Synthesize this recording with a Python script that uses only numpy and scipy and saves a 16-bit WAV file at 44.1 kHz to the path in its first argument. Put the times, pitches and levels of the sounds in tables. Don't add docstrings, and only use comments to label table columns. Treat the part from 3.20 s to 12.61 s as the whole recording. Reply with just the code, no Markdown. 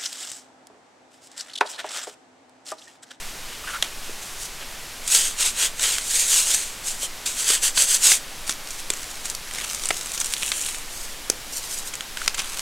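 import sys
import numpy as np
from scipy import signal
from scipy.fft import rfft, irfft, next_fast_len
from scipy.io import wavfile
from scipy.ndimage import map_coordinates

SR = 44100
rng = np.random.default_rng(int(sys.argv[2]) if len(sys.argv) > 2 else 0)


def dump_mix(stems):
    frames = np.atleast_2d(stems).T
    limited = np.clip(frames, -1, 1)
    pcm = np.round(limited * 32767).astype(np.int16)
    wavfile.write(sys.argv[1], SR, pcm)


N = 414981
EDGE_HZ = 4500
TOP_HZ = 15850


def amp(db):
    return 10 ** (np.asarray(db) / 20)


def unit(x):
    return x / np.sqrt(np.mean(x ** 2) + 1e-20)


def along(points, hz):
    point_hz, value = np.transpose(points)
    return np.interp(np.log(hz + 1), np.log(point_hz + 1), value)


def wobble(knots_per_s):
    knots = rng.standard_normal(int(N * knots_per_s / SR) + 4)
    return map_coordinates(knots, [np.arange(N) * knots_per_s / SR])


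def below(hz, corner_hz):
    return 1 / np.sqrt(1 + (hz / corner_hz) ** 8)


def above(hz, corner_hz):
    return np.sqrt(1 - below(hz, corner_hz) ** 2)


def filtered(x, gain):
    m = next_fast_len(N + SR // 4)
    return irfft(rfft(x, m) * gain(np.fft.rfftfreq(m, 1 / SR)), m)[:N]


def struck(x, gain, size=2048):
    cepstrum = irfft(np.log(np.maximum(gain(np.fft.rfftfreq(size, 1 / SR)), 1e-3)))
    cepstrum[1:size // 2] *= 2
    cepstrum[size // 2 + 1:] = 0
    return irfft(rfft(x, size) * np.exp(rfft(cepstrum)))


# (freq_hz, relative_level_db)
AIR_COLOUR = [(59, -35), (100, -6), (205, -6), (490, -5.5), (687, -5), (748, -4.5), (868, -5), (1170, -5),
              (2500, -4.5), (2670, -5.5), (2900, -5), (6090, -7), (7530, -8), (12500, -13), (15800, -21.5)]
RUMBLE_COLOUR = [(3, -13.5), (10, 6.5), (20, -8.5), (32, -11), (50, -19.5), (80, -21.5), (140, -49),
                 (300, -52)]


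def background(air_db, rumble_db):
    air = unit(filtered(rng.standard_normal(N), lambda hz: amp(along(AIR_COLOUR, hz))))
    rumble = unit(filtered(rng.standard_normal(N), lambda hz: amp(along(RUMBLE_COLOUR, hz))))
    return amp(air_db) * air + amp(rumble_db) * rumble


SWELL_SHAPE = 1.34


def swell(start_s, attack_s, hold_s, release_s):
    t = np.arange(N) / SR - start_s
    before = -t / max(attack_s, 1e-3)
    after = (t - hold_s) / max(release_s, 1e-3)
    away = np.maximum(np.maximum(before, after), 0)
    speed, moving = np.zeros(N), away < 5
    speed[moving] = np.exp(-away[moving] ** SWELL_SHAPE)
    return speed


def movements(rows):
    grit, hiss = np.zeros((2, N))
    for *timing, hiss_db, grit_over_hiss_db in rows:
        power = (amp(hiss_db) * swell(*timing)) ** 2
        hiss += power
        grit += power * amp(grit_over_hiss_db) ** 2
    return np.sqrt(grit), np.sqrt(hiss)


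def grains(rate_per_s, spread_db):
    sizes = amp(spread_db * np.minimum(rng.standard_normal(N), 2.5))
    hits = rng.random(N) < rate_per_s / SR
    return unit(hits * sizes * np.sign(rng.standard_normal(N)))


def chalk(rows, colour, rate_per_s, spread_db, dust, judder_db, echo, grit_gain_db, hiss_gain_db):
    grit_level, hiss_level = movements(rows)
    share = np.clip(dust, 0, 1)

    def shower():
        return np.sqrt(1 - share) * grains(rate_per_s, spread_db) + np.sqrt(share) * rng.standard_normal(N)

    grit = unit(filtered(shower(), lambda hz: amp(along(colour, hz)) * below(hz, EDGE_HZ)))
    hiss = unit(filtered(shower(), lambda hz: amp(along(colour, hz)) * above(hz, EDGE_HZ) * (hz < TOP_HZ)))
    flow = amp(grit_gain_db) * grit_level * grit + amp(hiss_gain_db) * hiss_level * hiss
    flow *= unit(amp(judder_db * (wobble(70) + wobble(350))))
    delay_samples = 0.00069 * SR * np.exp(0.206 * wobble(5))
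    return flow + echo * np.interp(np.arange(N) - delay_samples, np.arange(N), flow)


# (start_s, attack_s, hold_s, release_s, hiss_level_db, grit_over_hiss_db), start_s = up to speed
DIG_MOVES = [(0.0, 0.02, 0.015, 0.097, -42, 3.5), (0.296, 0.042, 0.037, 0.031, -48.5, 9.5),
             (0.482, 0.034, 0.088, 0.012, -39.5, 2), (0.629, 0.0089, 0.02, 0.043, -38, 2.5),
             (0.852, 0.039, 0.044, 0.043, -43.5, 1), (1.041, 0.052, 0.022, 0.092, -39.5, -6),
             (1.222, 0.036, 0.04, 0.012, -33, -18), (1.41, 0.014, 0.014, 0.026, -48.5, 12)]
# (freq_hz, relative_level_db)
CRUMB_COLOUR = [(300, -12), (900, -2.5), (1600, -1.5), (3000, 2), (4800, -6), (6500, -2.5), (8200, -4),
                (9600, -5.5), (11000, -12), (13500, -17), (15800, -23)]


def dig():
    return chalk(DIG_MOVES, CRUMB_COLOUR, rate_per_s=2000, spread_db=2.5, dust=0.58, judder_db=1.5,
                 echo=0.1, grit_gain_db=-2, hiss_gain_db=0.0)


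# (freq_hz, t60_s)
ROOM_DECAY = [(200, 0.39), (3000, 0.11), (12000, 0.042)]


def room(x, delay_s):
    hz, t, cells = signal.stft(rng.standard_normal(SR // 3), SR, nperseg=256)
    decay = amp(-60 * t / along(ROOM_DECAY, hz)[:, None])
    tail = signal.istft(cells * decay, SR, nperseg=256)[1]
    delayed = np.pad(x, (round(delay_s * SR), 0))
    return signal.fftconvolve(delayed, tail / np.linalg.norm(tail))[:N]


def squeak(start_s, attack_s, hold_s, release_s, pitch_hz, tone_db, jitter_hz, overtone_db, rough_db, scrape_db):
    phase = 2 * np.pi * np.cumsum(pitch_hz + jitter_hz * wobble(1200)) / SR
    tone = np.sin(phase) + amp(overtone_db) * np.sin(2 * phase)
    tone = unit(tone * amp(rough_db * wobble(500)))
    slips = rng.standard_normal(N) * (1 + np.cos(phase))
    scrape = unit(filtered(slips, lambda hz: above(hz, 600) * below(hz, 3800)))
    return amp(tone_db) * swell(start_s, attack_s, hold_s, release_s) * (tone + amp(scrape_db) * scrape)


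# (start_s, attack_s, hold_s, release_s, pitch_hz, level_db)
SQUEAK_SLIPS = [(.442, .004, .003, .007, 1280, -37), (0.477, .006, .008, .028, 1490, -31.5),
                (0.542, .012, 0.023, 0.0094, 1390, -30.5), (3.828, 0.013, 0.024, .01, 3100, -34)]


def squeaks():
    return sum(squeak(*slip, jitter_hz=191, overtone_db=-24, rough_db=2, scrape_db=-8)
               for slip in SQUEAK_SLIPS)


# (freq_hz, relative_level_db)
LUMP_COLOUR = [(200, -11.5), (400, -11.5), (850, -7), (1350, 0.5), (1750, -1.5), (2300, 1), (4500, -1),
               (8500, 2), (11000, -6.5), (15800, -18)]


def volleys(rows, ring_db, ring_width, fade_s, fade_share, gain_db, size=2048):
    out, t = np.zeros(N + size), np.arange(size) / SR
    window = SR // 100
    for start_s, run_s, ring_hz, body_db, edge_db in rows:
        jolts, sizes = rng.standard_normal((2, size))
        running = np.exp(-(t / max(run_s, 1e-4)) ** 2) + fade_share * np.exp(-t / fade_s)
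        volley = jolts * amp(2.1 * sizes) * running
        volley[0] += 5

        def piece(hz):
            peak_db = ring_db / (1 + ((hz / ring_hz - 1) / ring_width) ** 2)
            return amp(along(LUMP_COLOUR, hz) + peak_db)

        body = struck(volley, lambda hz: piece(hz) * below(hz, EDGE_HZ))
        edge = struck(volley, lambda hz: piece(hz) * above(hz, EDGE_HZ))
        burst = amp(body_db) * unit(body) + amp(edge_db) * unit(edge)
        out[round(start_s * SR):][:size] += amp(gain_db) * burst * np.sqrt(window / size)
    return out[:N]


# (start_s, run_s, ring_hz, body_level_db, edge_level_db)
LUMP_HITS = [(.6251, 0.0041, 3320, -20, -24), (1.877, 0.003, 7300, -39, -25.5),
             (1.948, 0.0071, 3520, -27, -19), (2.5952, 0.0042, 7300, -31, -30),
             (2.7834, 0.0018, 2880, -28.5, -27.5), (3.344, .0066, 7140, -31, -20.5),
             (4.302, 0.0056, 7100, -26.5, -20), (4.5745, .006, 4500, -20.5, -28),
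             (4.622, 0.0027, 7400, -36, -19), (4.918, .005, 4500, -19, -29),
             (5.2944, 0.005, 6600, -26, -24), (5.506, 0.0041, 6800, -42, -34),
             (5.7023, 0.004, 7700, -26.5, -21), (5.736, .0035, 6800, -37, -30),
             (6.0548, 0.0043, 7800, -36, -31), (6.1495, .0029, 4470, -44, -30),
             (6.3369, .0027, 8300, -50, -35), (6.5478, 0.0022, 7240, -42, -30),
             (6.637, .0018, 6200, -35, -32), (6.6555, .0039, 8000, -37, -27),
             (6.688, 0.0033, 7900, -37, -24), (6.7058, 0.006, 2270, -21, -29),
             (6.7668, .0041, 7600, -45, -34), (6.811, 0.0031, 5900, -38, -34),
             (6.918, .002, 7500, -40, -32), (6.9772, .0044, 6400, -34.5, -30),
             (7.0017, 0.0029, 8150, -53, -25), (7.013, 0.0046, 6300, -30.5, -25),
             (7.0444, 0.0046, 7900, -38, -28), (7.0595, 0.0014, 8000, -46, -29),
             (7.1375, 0.00028, 4240, -29, -24), (7.232, 0.00062, 2900, -27.5, -30),
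             (7.318, .0011, 3860, -24.5, -29), (7.413, .003, 7500, -45, -28),
             (7.4638, .004, 9400, -47, -30.5), (8.0993, 0.0035, 6200, -28.5, -17.5),
             (8.7368, 0.0074, 6500, -35, -32), (8.7543, 0.0006, 6800, -44, -32.5),
             (8.808, .0015, 3120, -31, -35.5), (8.9719, 0.0024, 1480, -30.5, -36),
             (9.0164, 0.0037, 1490, -31, -40), (9.0607, 0.0033, 5900, -36, -36),
             (9.0781, 0.0037, 5530, -19, -20.5), (9.1448, 0.0088, 7050, -31.5, -29.5),
             (9.1925, .0077, 6000, -28, -28), (9.3935, .0024, 4600, -34, -30)]


def snaps_and_landings():
    return volleys(LUMP_HITS, ring_db=8.5, ring_width=0.2, fade_s=0.0071, fade_share=0.21, gain_db=2.0)


# (start_s, pitch_hz, level_db, t60_s)
KNOCK_HITS = [(.6258, 635, -22, 0.016), (.894, 403, -24.5, 0.023), (3.831, 570, -26, .023),
              (4.302, 430, -20, 0.026), (4.622, 510, -23, .016), (5.7035, 395, -23.5, 0.021),
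              (6.7062, 696, -9.5, 0.015), (6.7066, 447, -20, 0.03), (8.0992, 450, -7, 0.0089),
              (9.0787, 513, -17, 0.011)]


def knocks(contact_s, lowest_hz):
    out, t = np.zeros(N + SR), np.arange(SR // 25) / SR
    for start_s, pitch_hz, level_db, t60_s in KNOCK_HITS:
        envelope = amp(level_db - 60 * t / t60_s) * (1 - np.exp(-t / contact_s))
        ring = envelope * np.sin(2 * np.pi * pitch_hz * t)
        knock = struck(ring, lambda hz: above(hz, lowest_hz))
        out[round(start_s * SR):][:len(knock)] += knock
    return out[:N]


# (start_s, attack_s, hold_s, release_s, hiss_level_db, grit_over_hiss_db), start_s = up to speed
RUB_STROKES = [(1.945, 0.042, 0.006, 0.052, -15.0, -9.5), (1.997, 0.029, 0.059, 0.051, -23.5, -6.5),
               (2.214, 0.026, 0.064, 0.033, -21.5, -6), (2.409, 0.036, 0.039, 0.027, -20.5, -4.5),
               (2.634, 0.034, 0.053, 0.1, -22, -5.0), (2.971, 0.088, 0.041, 0.061, -19.5, -10),
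               (3.113, 0.034, 0.09, 0.048, -18, -10.5), (3.292, 0.034, 0.022, 0.11, -20.5, -9),
               (3.672, 0.026, 0.005, 0.062, -25.5, -11.5), (3.835, 0.031, 0.0099, 0.017, -24.5, -16),
               (4.062, 0.0041, 0.013, 0.044, -23.5, -7.5), (4.194, 0.047, 0.06, 0.033, -25.5, -8),
               (4.288, 0.032, 0.054, 0.033, -19.5, -6.5), (4.435, 0.012, 0.04, 0.022, -19.0, -8.5),
               (4.581, 0.019, 0.037, 0.029, -16.5, -9), (4.71, 0.041, 0.035, 0.034, -17.5, -11),
               (4.847, 0.023, 0.08, 0.031, -14.5, -9.5)]
# (freq_hz, relative_level_db)
SLAB_COLOUR = [(210, -47), (350, -28), (398, -18), (592, -13.5), (673, -18.5), (925, -12.5), (1180, -17),
               (1450, -11), (1750, -9.5), (3210, -3.5), (5340, -7.5), (6680, -2), (8220, -1.5),
               (13900, -20), (15800, -26)]


def rub():
    return chalk(RUB_STROKES, SLAB_COLOUR, rate_per_s=7000, spread_db=2.5, dust=0.52, judder_db=1.0,
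                 echo=0.26, grit_gain_db=0.37, hiss_gain_db=0.0)


def crumbs(rows, rate_per_s, run_s, ring_hz, ring_scatter, body_db, edge_db, scatter_db, count=24):
    hits = []
    for start_s, attack_s, hold_s, release_s, hiss_db, grit_over_hiss_db in rows:
        when, chance = rng.random((2, count))
        loudness, ring, run = np.clip(rng.standard_normal((3, count)), -2, 2)
        length_s = attack_s + hold_s + release_s
        times_s = start_s - attack_s + when * length_s
        level_db = hiss_db + scatter_db * loudness
        drawn = np.transpose([times_s, run_s * np.exp(run / 2), ring_hz * np.exp(ring_scatter * ring),
                              level_db + grit_over_hiss_db + body_db, level_db + edge_db])
        kept = (chance < rate_per_s * length_s / count) & (times_s > 0) & (times_s < N / SR)
        hits += list(drawn[kept])
    return hits


def ticks(hits):
    return volleys(hits, ring_db=10, ring_width=0.28, fade_s=0.002, fade_share=0.1, gain_db=1)


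# (start_s, attack_s, hold_s, release_s, hiss_level_db, grit_over_hiss_db), start_s = full grip
CRUSH_SQUEEZES = [(5.271, 0.0069, 0.036, 0.032, -30.5, -7.5), (5.514, 0.044, 0.081, 0.053, -39, -9),
                  (5.718, 0.034, 0.22, 0.11, -39.5, -8.5), (6.051, 0.011, 0.021, 0.051, -32, -11),
                  (6.381, 0.087, 0.076, 0.024, -34.5, -1.5), (6.513, 0.046, 0.25, 0.115, -33.0, -9.5),
                  (6.963, 0.107, 0.113, 0.087, -32, -10), (8.982, 0.017, 0.085, 0.061, -39.5, -5),
                  (9.184, 0.01, 0.0069, 0.045, -31, 0.0), (9.293, 0.059, 0.11, 0.041, -35.5, -6)]


def crush():
    flow = chalk(CRUSH_SQUEEZES, CRUMB_COLOUR, rate_per_s=800, spread_db=5.0, dust=0.55, judder_db=2.3,
                 echo=0.27, grit_gain_db=-0.5, hiss_gain_db=-0.5)
    crumbling = crumbs(CRUSH_SQUEEZES, rate_per_s=20, run_s=0.0011, ring_hz=7040, ring_scatter=0.28,
                       body_db=0, edge_db=-3.0, scatter_db=1.0)
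    return flow + ticks(crumbling)


# (start_s, attack_s, hold_s, release_s, hiss_level_db, grit_over_hiss_db), start_s = full flow
POUR_STREAMS = [(7.217, 0.1, 0.046, 0.035, -32, -5), (7.281, 0.037, 0.201, 0.088, -30, -6)]
# (freq_hz, relative_level_db)
STREAM_COLOUR = [(400, -23), (1100, -17), (1900, -4), (3200, 0.5), (4800, -7), (6500, 1.5), (8000, 3),
                 (9600, 0.5), (10800, -6.5), (13500, -13), (15800, -20)]


def pour():
    flow = chalk(POUR_STREAMS, STREAM_COLOUR, rate_per_s=1300, spread_db=4.5, dust=0.41, judder_db=1.5,
                 echo=0.24, grit_gain_db=-1.5, hiss_gain_db=0.5)
    landing = crumbs(POUR_STREAMS, rate_per_s=22, run_s=0.00048, ring_hz=2920, ring_scatter=0.24,
                     body_db=2, edge_db=-10, scatter_db=-2.0)
    return flow + ticks(landing)


# (start_s, attack_s, hold_s, release_s, hiss_level_db, grit_over_hiss_db), start_s = up to speed
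SLIDE_MOVES = [(7.775, 0.093, 0.068, 0.075, -38.5, -16), (8.359, 0.046, 0.023, 0.018, -31.5, -15),
               (8.421, 0.033, 0.091, 0.037, -38.5, -10), (8.522, 0.02, 0.07, 0.034, -33, -13.0),
               (8.667, 0.022, 0.0096, 0.018, -33.5, -11.0)]
# (freq_hz, relative_level_db)
FACE_COLOUR = [(500, -24), (2000, -12), (3800, -4.5), (6000, -1.5), (8500, -0.5), (11000, -9), (13500, -10),
               (15800, -22)]


def slide():
    return chalk(SLIDE_MOVES, FACE_COLOUR, rate_per_s=7400, spread_db=4, dust=0.82, judder_db=2,
                 echo=0.51, grit_gain_db=0, hiss_gain_db=0.5)


def scene():
    floor = background(air_db=-37.5, rumble_db=-39)
    near = dig() + squeaks() + snaps_and_landings() + knocks(contact_s=0.00053, lowest_hz=220)
    near = near + rub() + crush() + pour() + slide()
    mono = near + amp(-20.5) * room(near, delay_s=0.014) + floor
    return np.array([mono, mono])


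def record(dry):
    return np.array([filtered(side, lambda hz: hz < TOP_HZ) for side in dry])


dry = scene()
out = record(dry)
dump_mix(out)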